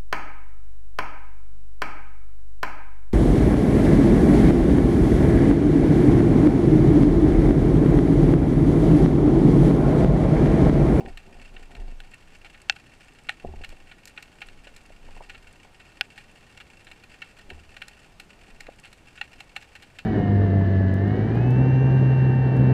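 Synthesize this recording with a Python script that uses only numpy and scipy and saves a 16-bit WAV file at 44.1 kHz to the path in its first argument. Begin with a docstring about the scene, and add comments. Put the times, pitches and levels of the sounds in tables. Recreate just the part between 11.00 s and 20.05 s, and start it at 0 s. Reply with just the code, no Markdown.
"""Snapping shrimp click near and far on a weedy reef, heard under water through a camera housing.
Each snap is a sharp pulse with smeared noise behind it, which rings the housing's resonances;
the far snaps merge into a crackling hiss. The housing sits on a speargun that is held ready:
the hand knocks and rubs on it, its stretched bands twang low and its barrel sways.
Slow filtered noise makes the rumble of moving water, and shaped steady noise the hiss of the sea."""
import sys
import numpy as np
from scipy import signal
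from scipy.fft import rfft, irfft, next_fast_len
from scipy.io import wavfile

SR = 44100
rng = np.random.default_rng(int(sys.argv[2]) if len(sys.argv) > 2 else 0)


def inscribe(sig):
    """Save sig as 16-bit PCM at rate SR to the path in sys.argv[1].

    A 1-D sig is mono; a 2-D sig holds one channel per row.
    Samples are clipped to [-1, 1] before scaling.
    """
    pcm = np.round(np.clip(np.atleast_2d(sig).T, -1, 1) * 32767)
    wavfile.write(sys.argv[1], SR, pcm.astype(np.int16))


N = 399105
TIME = np.arange(N) / SR

# ways the speargun's body and stretched bands vibrate, lowest first:
# (pitch f/Hz, relative level/dB, time to fade by 60 dB t60/s)
GUN = [(74.84, 1.5, 0.6), (149, -5.5, 0.11), (228, -3, 0.12), (372, -5, 0.1), (516, -17.5, 0.027),
       (690, -3, 0.054), (768, -9, 0.12), (890, -36, 0.013)]
# hand movements that shift the gun:
# (start t/s, length/s, relative level of rubbing/dB, relative level of stirred water/dB)
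MOVES = [(0, 0.079, -43.5, -33), (0.271, 0.14, -52.5, -43.5), (0.527, 0.096, -56.5, -40.5),
         (0.707, .2, -51.5, -46), (1.253, .35, -74, -52), (2.456, 0.038, -48, -37),
         (2.542, 0.095, -59, -36), (3.446, 0.59, -72, -48.5), (4.03, 0.14, -62, -43.5),
         (4.245, 0.26, -67, -51.5), (6.473, 0.099, -55, -47), (7.38, .25, -63.5, -49.5)]


def from_db(db):
    """Turn decibels into a gain."""
    return 10 ** (np.asarray(db) / 20)


def rms_one(x):
    """Scale a steady sound to an rms (average strength) of 1."""
    return x / np.sqrt(np.mean(x ** 2) + 1e-20)


def unit_burst(x):
    """Scale a short sound to the energy of ten milliseconds at rms 1."""
    return x / np.sqrt(np.sum(x ** 2) / (.01 * SR) + 1e-20)


def add(out, s, sound):
    """Mix a sound in at time s, in seconds."""
    i = int(np.clip(round(s * SR), 0, N - 1))
    out[i:i + len(sound)] += sound[:N - i]


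def butter(x, hz, kind, order=2):
    """Butterworth filter: keeps a range of pitches and fades the rest."""
    return signal.sosfilt(signal.butter(order, hz, kind, fs=SR, output="sos"), x)


def resonate(x, hz, width):
    """One resonance with gain 1 at its peak; the narrower it is (in Hz), the longer it rings."""
    r = np.exp(-np.pi * width / SR)
    feed = np.array([1, 0, -1]) * (1 - r * r) / 2
    feedback = [1, -2 * r * np.cos(2 * np.pi * hz / SR), r * r]
    return signal.lfilter(feed, feedback, x)


def coloured_noise(spectrum):
    """Steady noise with the given balance of pitches, at rms 1."""
    hz, db = np.transpose(spectrum)
    size = next_fast_len(N, True)
    bins = np.maximum(np.fft.rfftfreq(size, 1 / SR), 1)
    gain = from_db(np.interp(np.log(bins), np.log(hz), db))
    return rms_one(irfft(rfft(rng.standard_normal(size)) * gain, size)[:N])


def housing(x, low=0, high=SR):
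    """Water pressure rings the housing's resonances from low to high Hz; water keeps each ring short."""
    # resonances of the camera housing: (pitch f/Hz, width/Hz, relative level/dB)
    resonances = [(806, 99, 11.5), (1488, 27, 11.5), (1666, 65, 7), (1851, 140, 15), (2235, 200, 13.5),
                  (2436, 118, 13), (2674, 59.5, 19), (2750, 77, -35), (2950, 30, -35), (3360, 67, -29),
                  (4280, 430, 1.5), (4530, 760, -16), (4930, 160, -7), (6000, 300, -20), (7440, 1370, -3.5),
                  (7300, 2800, -9), (8500, 930, -34.5), (10400, 590, -14), (12000, 940, -12)]
    least_width_hz = 85
    ringing = sum(from_db(db) * resonate(x, hz, max(width, least_width_hz))
                  for hz, width, db in resonances if low <= hz < high)
    return butter(butter(ringing, 600, "high"), 13000, "low")


def crackle(per_s, size_db, largest, echo_t60, steady_power):
    """Noise whose power jumps at each random snap and then fades, over a steady floor."""
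    size = from_db(size_db * np.minimum(rng.exponential(1, N), largest))
    snaps = (rng.random(N) < per_s / SR) * size
    # power that falls a millionfold in t60 is a fade of 60 dB
    power = signal.lfilter([1], [1, -from_db(-120 / (echo_t60 * SR))], snaps ** 2 + steady_power)
    return np.sqrt(power) * rng.standard_normal(N)


def far_shrimp(per_s=55, murmur=0.34, top_hz=7500, level_db=-58):
    """Distant snaps of uneven size, dulled by the water, each with a short echo over the merged chorus."""
    snaps = crackle(per_s, size_db=2.5, largest=3.1, echo_t60=0.063, steady_power=murmur * per_s / SR)
    return from_db(level_db) * rms_one(butter(housing(snaps), top_hz, "low"))


def fine_ticks(low_hz=5500, top_hz=11000, level_db=-76):
    """Tiny bright snaps in the weed close by, each dying away very quickly."""
    snaps = crackle(per_s=22, size_db=4.0, largest=5.6, echo_t60=.018, steady_power=1e-18)
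    return from_db(level_db) * rms_one(butter(housing(snaps), [low_hz, top_hz], "band"))


def sea_hiss(level_db=-56.0):
    """The smooth, steady hiss of the sea is noise that weakens towards the treble."""
    # balance of the hiss: (pitch f/Hz, relative level in each Hz/dB)
    sea_spectrum = [(20, -5.5), (45, 1.5), (75, -0.5), (110, -2), (220, -5), (400, -8.5), (620, -11.5),
                    (790, -10.5), (1050, -15), (2700, -20), (5000, -26.5), (8200, -30), (11300, -37),
                    (15000, -42.5)]
    return from_db(level_db) * coloured_noise(sea_spectrum)


def gesture(start, length, t60):
    """Strength of one movement: it swells up to its start, holds for its length, then dies away."""
    attack_s = 0.034
    attack = np.clip(1 + (TIME - start) / attack_s, 0, 1)
    return attack * from_db(-60 * np.clip((TIME - start - length) / t60, 0, 2))


def rumble(flow_db=-1, calm_db=-58.5, settle_t60=.65):
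    """Slow eddies press on the housing; each movement stirs up more of them, and they settle slowly."""
    eddies = rms_one(butter(rng.standard_normal(N), [12, 26], "band"))
    stirred = sum((from_db(push_db) * gesture(s, length, settle_t60)) ** 2
                  for s, length, rub_db, push_db in MOVES)
    # calm and stirred eddies add up as powers
    strength = np.sqrt(from_db(calm_db) ** 2 + stirred)
    return from_db(flow_db) * strength * eddies


def gun_modes(force):
    """A force on the gun sets each of its modes (ways of vibrating) ringing, lowest first."""
    return [resonate(force, hz, np.log(1000) / (np.pi * t60)) for hz, db, t60 in GUN]


def rubbing(level_db=-2, grain_db=4.0, slips_per_s=500, scrape_db=-2, release_t60=0.17):
    """While the hand moves, the glove slips in tiny jerks that feed the gun's modes and a dull scrape."""
    moments = rng.random(N) < slips_per_s / SR
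    slips = moments * from_db(grain_db * rng.standard_normal(N)) * rng.choice([-1, 1], N)
    body = rms_one(sum(from_db(db) * rms_one(mode)
                       for (hz, db, t60), mode in zip(GUN, gun_modes(slips))))
    scrape = from_db(scrape_db) * rms_one(butter(slips, [60, 520], "band", order=1))
    effort = sum(from_db(rub_db) * gesture(s, length, release_t60)
                 for s, length, rub_db, push_db in MOVES)
    return from_db(level_db) * effort * (body + scrape)


def contact(t, length):
    """A brief rough contact: noise that dies away smoothly over about its length."""
    return rng.standard_normal(len(t)) * np.exp(-np.minimum(t / max(length, .001), 6) ** 2)


def knocks(ring_db=-4, thud_db=-1):
    """Brief rough contacts give a dull thud and shake the gun; the stretched bands ring on."""
    # knocks on the gun:
    # (time t/s, relative level/dB, length of contact/s, extra level of the lowest mode/dB)
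    knock_list = [(.006, -43, 0.0073, 4), (.045, -46.5, 0.0094, 5.5), (.075, -45, 0.0098, -5),
                  (.775, -59, 0.026, 14.5), (2.446, -35, 0.0047, 0), (2.48, -50, 0.024, 8),
                  (2.536, -45, 0.0035, -19), (2.607, -53.5, 0.0048, 6.5), (4.04, -61, 0.013, 8.5),
                  (6.508, -47.5, 0.016, 4)]
    out, t = np.zeros(N), np.arange(SR * 3 // 4) / SR
    for s, db, length, low_db in knock_list:
        force = contact(t, length)
        thud = unit_burst(butter(force, [110, 950], "band", order=3))
        add(out, s, from_db(db + thud_db) * thud)
        for k, mode in enumerate(gun_modes(force)):
            mode_db = ring_db + db + GUN[k][1] + low_db * (k == 0)
            add(out, s, from_db(mode_db) * 2 * mode / np.abs(mode).max())
    return out


def snap_paths(t, spread, direct=0.24, echo_db=0.5, echo_t60=0.1, usual_spread=0.0078):
    """A collapsing cavity: a sharp pulse, a swelling cluster of paths off the rocks, the reef's echo."""
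    # far snaps are more smeared and have more echo
    far = spread / usual_spread
    arrivals = rng.standard_normal(len(t)) * np.sqrt(rng.exponential(1, len(t)))
    cluster = (.65 + .4 * t / spread) * np.exp(-(t / (1.15 * spread)) ** 6)
    echo = from_db(echo_db - 60 * t / echo_t60) * min(far, 1.4) ** 1.7
    pulse = unit_burst(1. * (t == 0))
    return unit_burst(arrivals * (cluster + echo)) + direct * pulse


def near_shrimp(mid_db=-2, mid_follows=0.57):
    """Snaps ring the housing's three registers; brightness lifts the treble fully, the mids by a share."""
    # near snaps: (time t/s, level of the lowest register/dB, treble relative to it/dB,
    # spread of the arriving paths/s)
    snaps = [(0.06, -45, -36, 0.0021), (0.173, -41.5, -16.5, 0.0055), (0.5646, -43, -39, 0.0074),
             (0.7507, -46.5, -18, 0.0039), (1.0024, -44.0, -19, 0.0028), (1.1365, -43.5, -34, 0.0074),
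             (1.4465, -43, -23, 0.024), (1.545, -47.5, -28, 0.0108), (1.7227, -45.5, -22, 0.0037),
             (1.7621, -45.0, -20.0, 0.0047), (2.2884, -32, -37, 0.0047), (2.2925, -25, -25.5, 0.0024),
             (2.6366, -41, -25, 0.0041), (2.645, -38, -17.5, 0.0043), (2.691, -53.5, -3.5, 0.0026),
             (2.914, -44, -29, 0.0083), (3.0548, -52.5, 2.5, 0.0016), (3.0743, -48, -4, 0.0088),
             (3.1759, -36.5, -32, 0.0051), (3.2247, -45.5, -8.5, 0.0042), (3.4173, -35, -26.5, 0.0082),
             (3.4855, -47, -18, 0.0025), (3.6703, -46.5, -25, 0.0081), (3.7626, -50.5, -5, 0.0051),
             (4.2965, -39.5, -20.5, 0.0089), (4.347, -43.5, -25, 0.012), (4.8, -48.5, -25, 0.01),
             (5.178, -41, -20.5, 0.011), (5.574, -46, -14, 0.0045), (5.6016, -42, -22, 0.016),
             (5.8686, -46, -23, 0.0115), (5.9138, -44.0, -18, 0.0062), (6.0372, -49.0, -16.0, 0.0051),
             (6.2185, -34.5, -28, 0.0085), (6.387, -48.0, -15, 0.0093), (6.5017, -39, -24, 0.005),
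             (6.766, -41.5, -20, 0.0056), (6.8182, -34.5, -25, 0.0059), (6.882, -47, -4, 0.0031),
             (7.1981, -42.5, -10.5, 0.0054), (7.6055, -41.0, -11, 0.0044), (7.667, -46, -22, 0.004),
             (7.8474, -43.5, -21, 0.021), (7.928, -50, -9, 0.0055), (8.1758, -43.5, -35, 0.012),
             (8.2123, -27.5, -28, 0.0041), (8.331, -47.5, -17, 0.0075), (8.4046, -41, -15, 0.0042),
             (8.563, -31, -20.5, 0.0052), (8.6236, -47.5, -15.0, 0.0082), (8.7523, -43, -18.0, 0.014),
             (8.823, -46.0, -13.5, 0.012), (8.9869, -38, -18, 0.006)]
    # borders between the low, middle and treble registers: f/Hz
    edges = [0, 3400, 6000, 20000]
    out, t = np.zeros(N), np.arange(SR // 10) / SR
    for s, db, treble_db, spread in snaps:
        paths = snap_paths(t, max(spread, .001))
        register_db = (0, mid_db + mid_follows * treble_db, treble_db)
        for low, high, rel_db in zip(edges, edges[1:], register_db):
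            ringing = butter(housing(paths, low, high), [max(low, 100), high], "band", order=3)
            add(out, s, from_db(db + rel_db) * unit_burst(ringing))
    return out


def barrel_sway(start_hz=33, rest_hz=19.8, slowing_s=0.069, fade_t60=0.58):
    """The pushed long barrel swings, slowing to its resting rate as it dies away."""
    # the push: (time t/s, length/s, level/dB)
    push = (.8, .12, -29)
    s, length, db = push
    hz = rest_hz + (start_hz - rest_hz) * np.exp(-np.maximum(TIME - s, 0) / slowing_s)
    swing = np.sin(2 * np.pi * np.cumsum(hz) / SR)
    return from_db(db) * gesture(s, length, fade_t60) * swing


def cracks(scatter_t60=0.022, peak_width_hz=800, bite_db=3):
    """A single close pulse, a smeared rebound off the gun and a little scatter, with almost no echo."""
    # dry cracks right beside the housing: (time t/s, level/dB, low edge f/Hz, bright peak f/Hz,
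    # gain of that peak/dB, top edge f/Hz, delay of the rebound/s, gain of the lobe above the edge/dB)
    crack_list = [(1.6975, -17, 1670, 6600, -2.5, 6360, 0.0012, -24),
                  (5.0105, -21, 200, 4900, -5, 5630, 0.002, -10)]
    out, t = np.zeros(N), np.arange(SR // 10) / SR
    for s, db, low_hz, peak_hz, peak_db, top_hz, delay, lobe_db in crack_list:
        direct = unit_burst(1. * (t == 0))
        scatter = unit_burst(rng.standard_normal(len(t)) * from_db(-60 * t / scatter_t60))
        smear = np.exp(-(2 * (t - delay) / delay) ** 2)
        rebound = unit_burst(rng.standard_normal(len(t)) * smear)
        paths = direct + .28 * scatter + .6 * rebound
        bright = from_db(peak_db) * resonate(paths, peak_hz, peak_width_hz)
        bite = from_db(bite_db) * resonate(paths, 3630, 630)
        # the pulse's width leaves a hollow above its top edge, with a weaker lobe beyond
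        pulse = butter(paths + bright + bite, low_hz, "high", order=1)
        pulse = butter(pulse, top_hz, "low", order=8)
        pulse += from_db(lobe_db) * butter(paths, 9000, "high", order=6)
        add(out, s, from_db(db) * unit_burst(housing(pulse)))
    return out


def taps(width_hz=320):
    """Soft contacts knock hollowly and stir mainly the housing's lowest resonances."""
    # dull taps of gear on the housing:
    # (time t/s, level/dB, pitch f/Hz, length of contact/s, ring of the housing relative to the knock/dB)
    tap_list = [(2.725, -49, 470, 0.011, -14), (3.669, -50, 760, .005, -12), (3.901, -50.5, 755, .005, -15),
                (4.087, -50, 780, .003, -12), (4.164, -48, 760, 0.013, -14),
                (4.204, -41.5, 754, 0.014, -10), (4.648, -53.5, 744, .005, -20),
                (7.683, -50, 335, 0.0028, -18), (7.687, -39, 607, 0.0033, -0.5)]
    out, t = np.zeros(N), np.arange(SR // 10) / SR
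    for s, db, hz, length, ring_db in tap_list:
        hollow = butter(resonate(contact(t, length), hz, width_hz), 1100, "low", order=3)
        knock = unit_burst(butter(hollow, 830, "low"))
        ring = from_db(ring_db) * unit_burst(housing(hollow))
        add(out, s, from_db(db) * unit_burst(knock + ring))
    return out


def scene():
    """Shrimp, gun handling and moving water over the sea's hiss."""
    shrimp = far_shrimp() + fine_ticks() + near_shrimp() + cracks()
    # the camera mount passes only the dull part of what shakes the gun
    handling = butter(rubbing() + knocks(), 880, "low", order=7)
    water = sea_hiss() + rumble()
    return (shrimp + handling + water + barrel_sway() + taps())[None]


def record(dry):
    """The highest treble is cut off steeply."""
    cutoff_hz = 15400
    return signal.sosfilt(signal.ellip(10, .2, 70, cutoff_hz, fs=SR, output="sos"), dry)


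dry = scene()
out = record(dry)
inscribe(out)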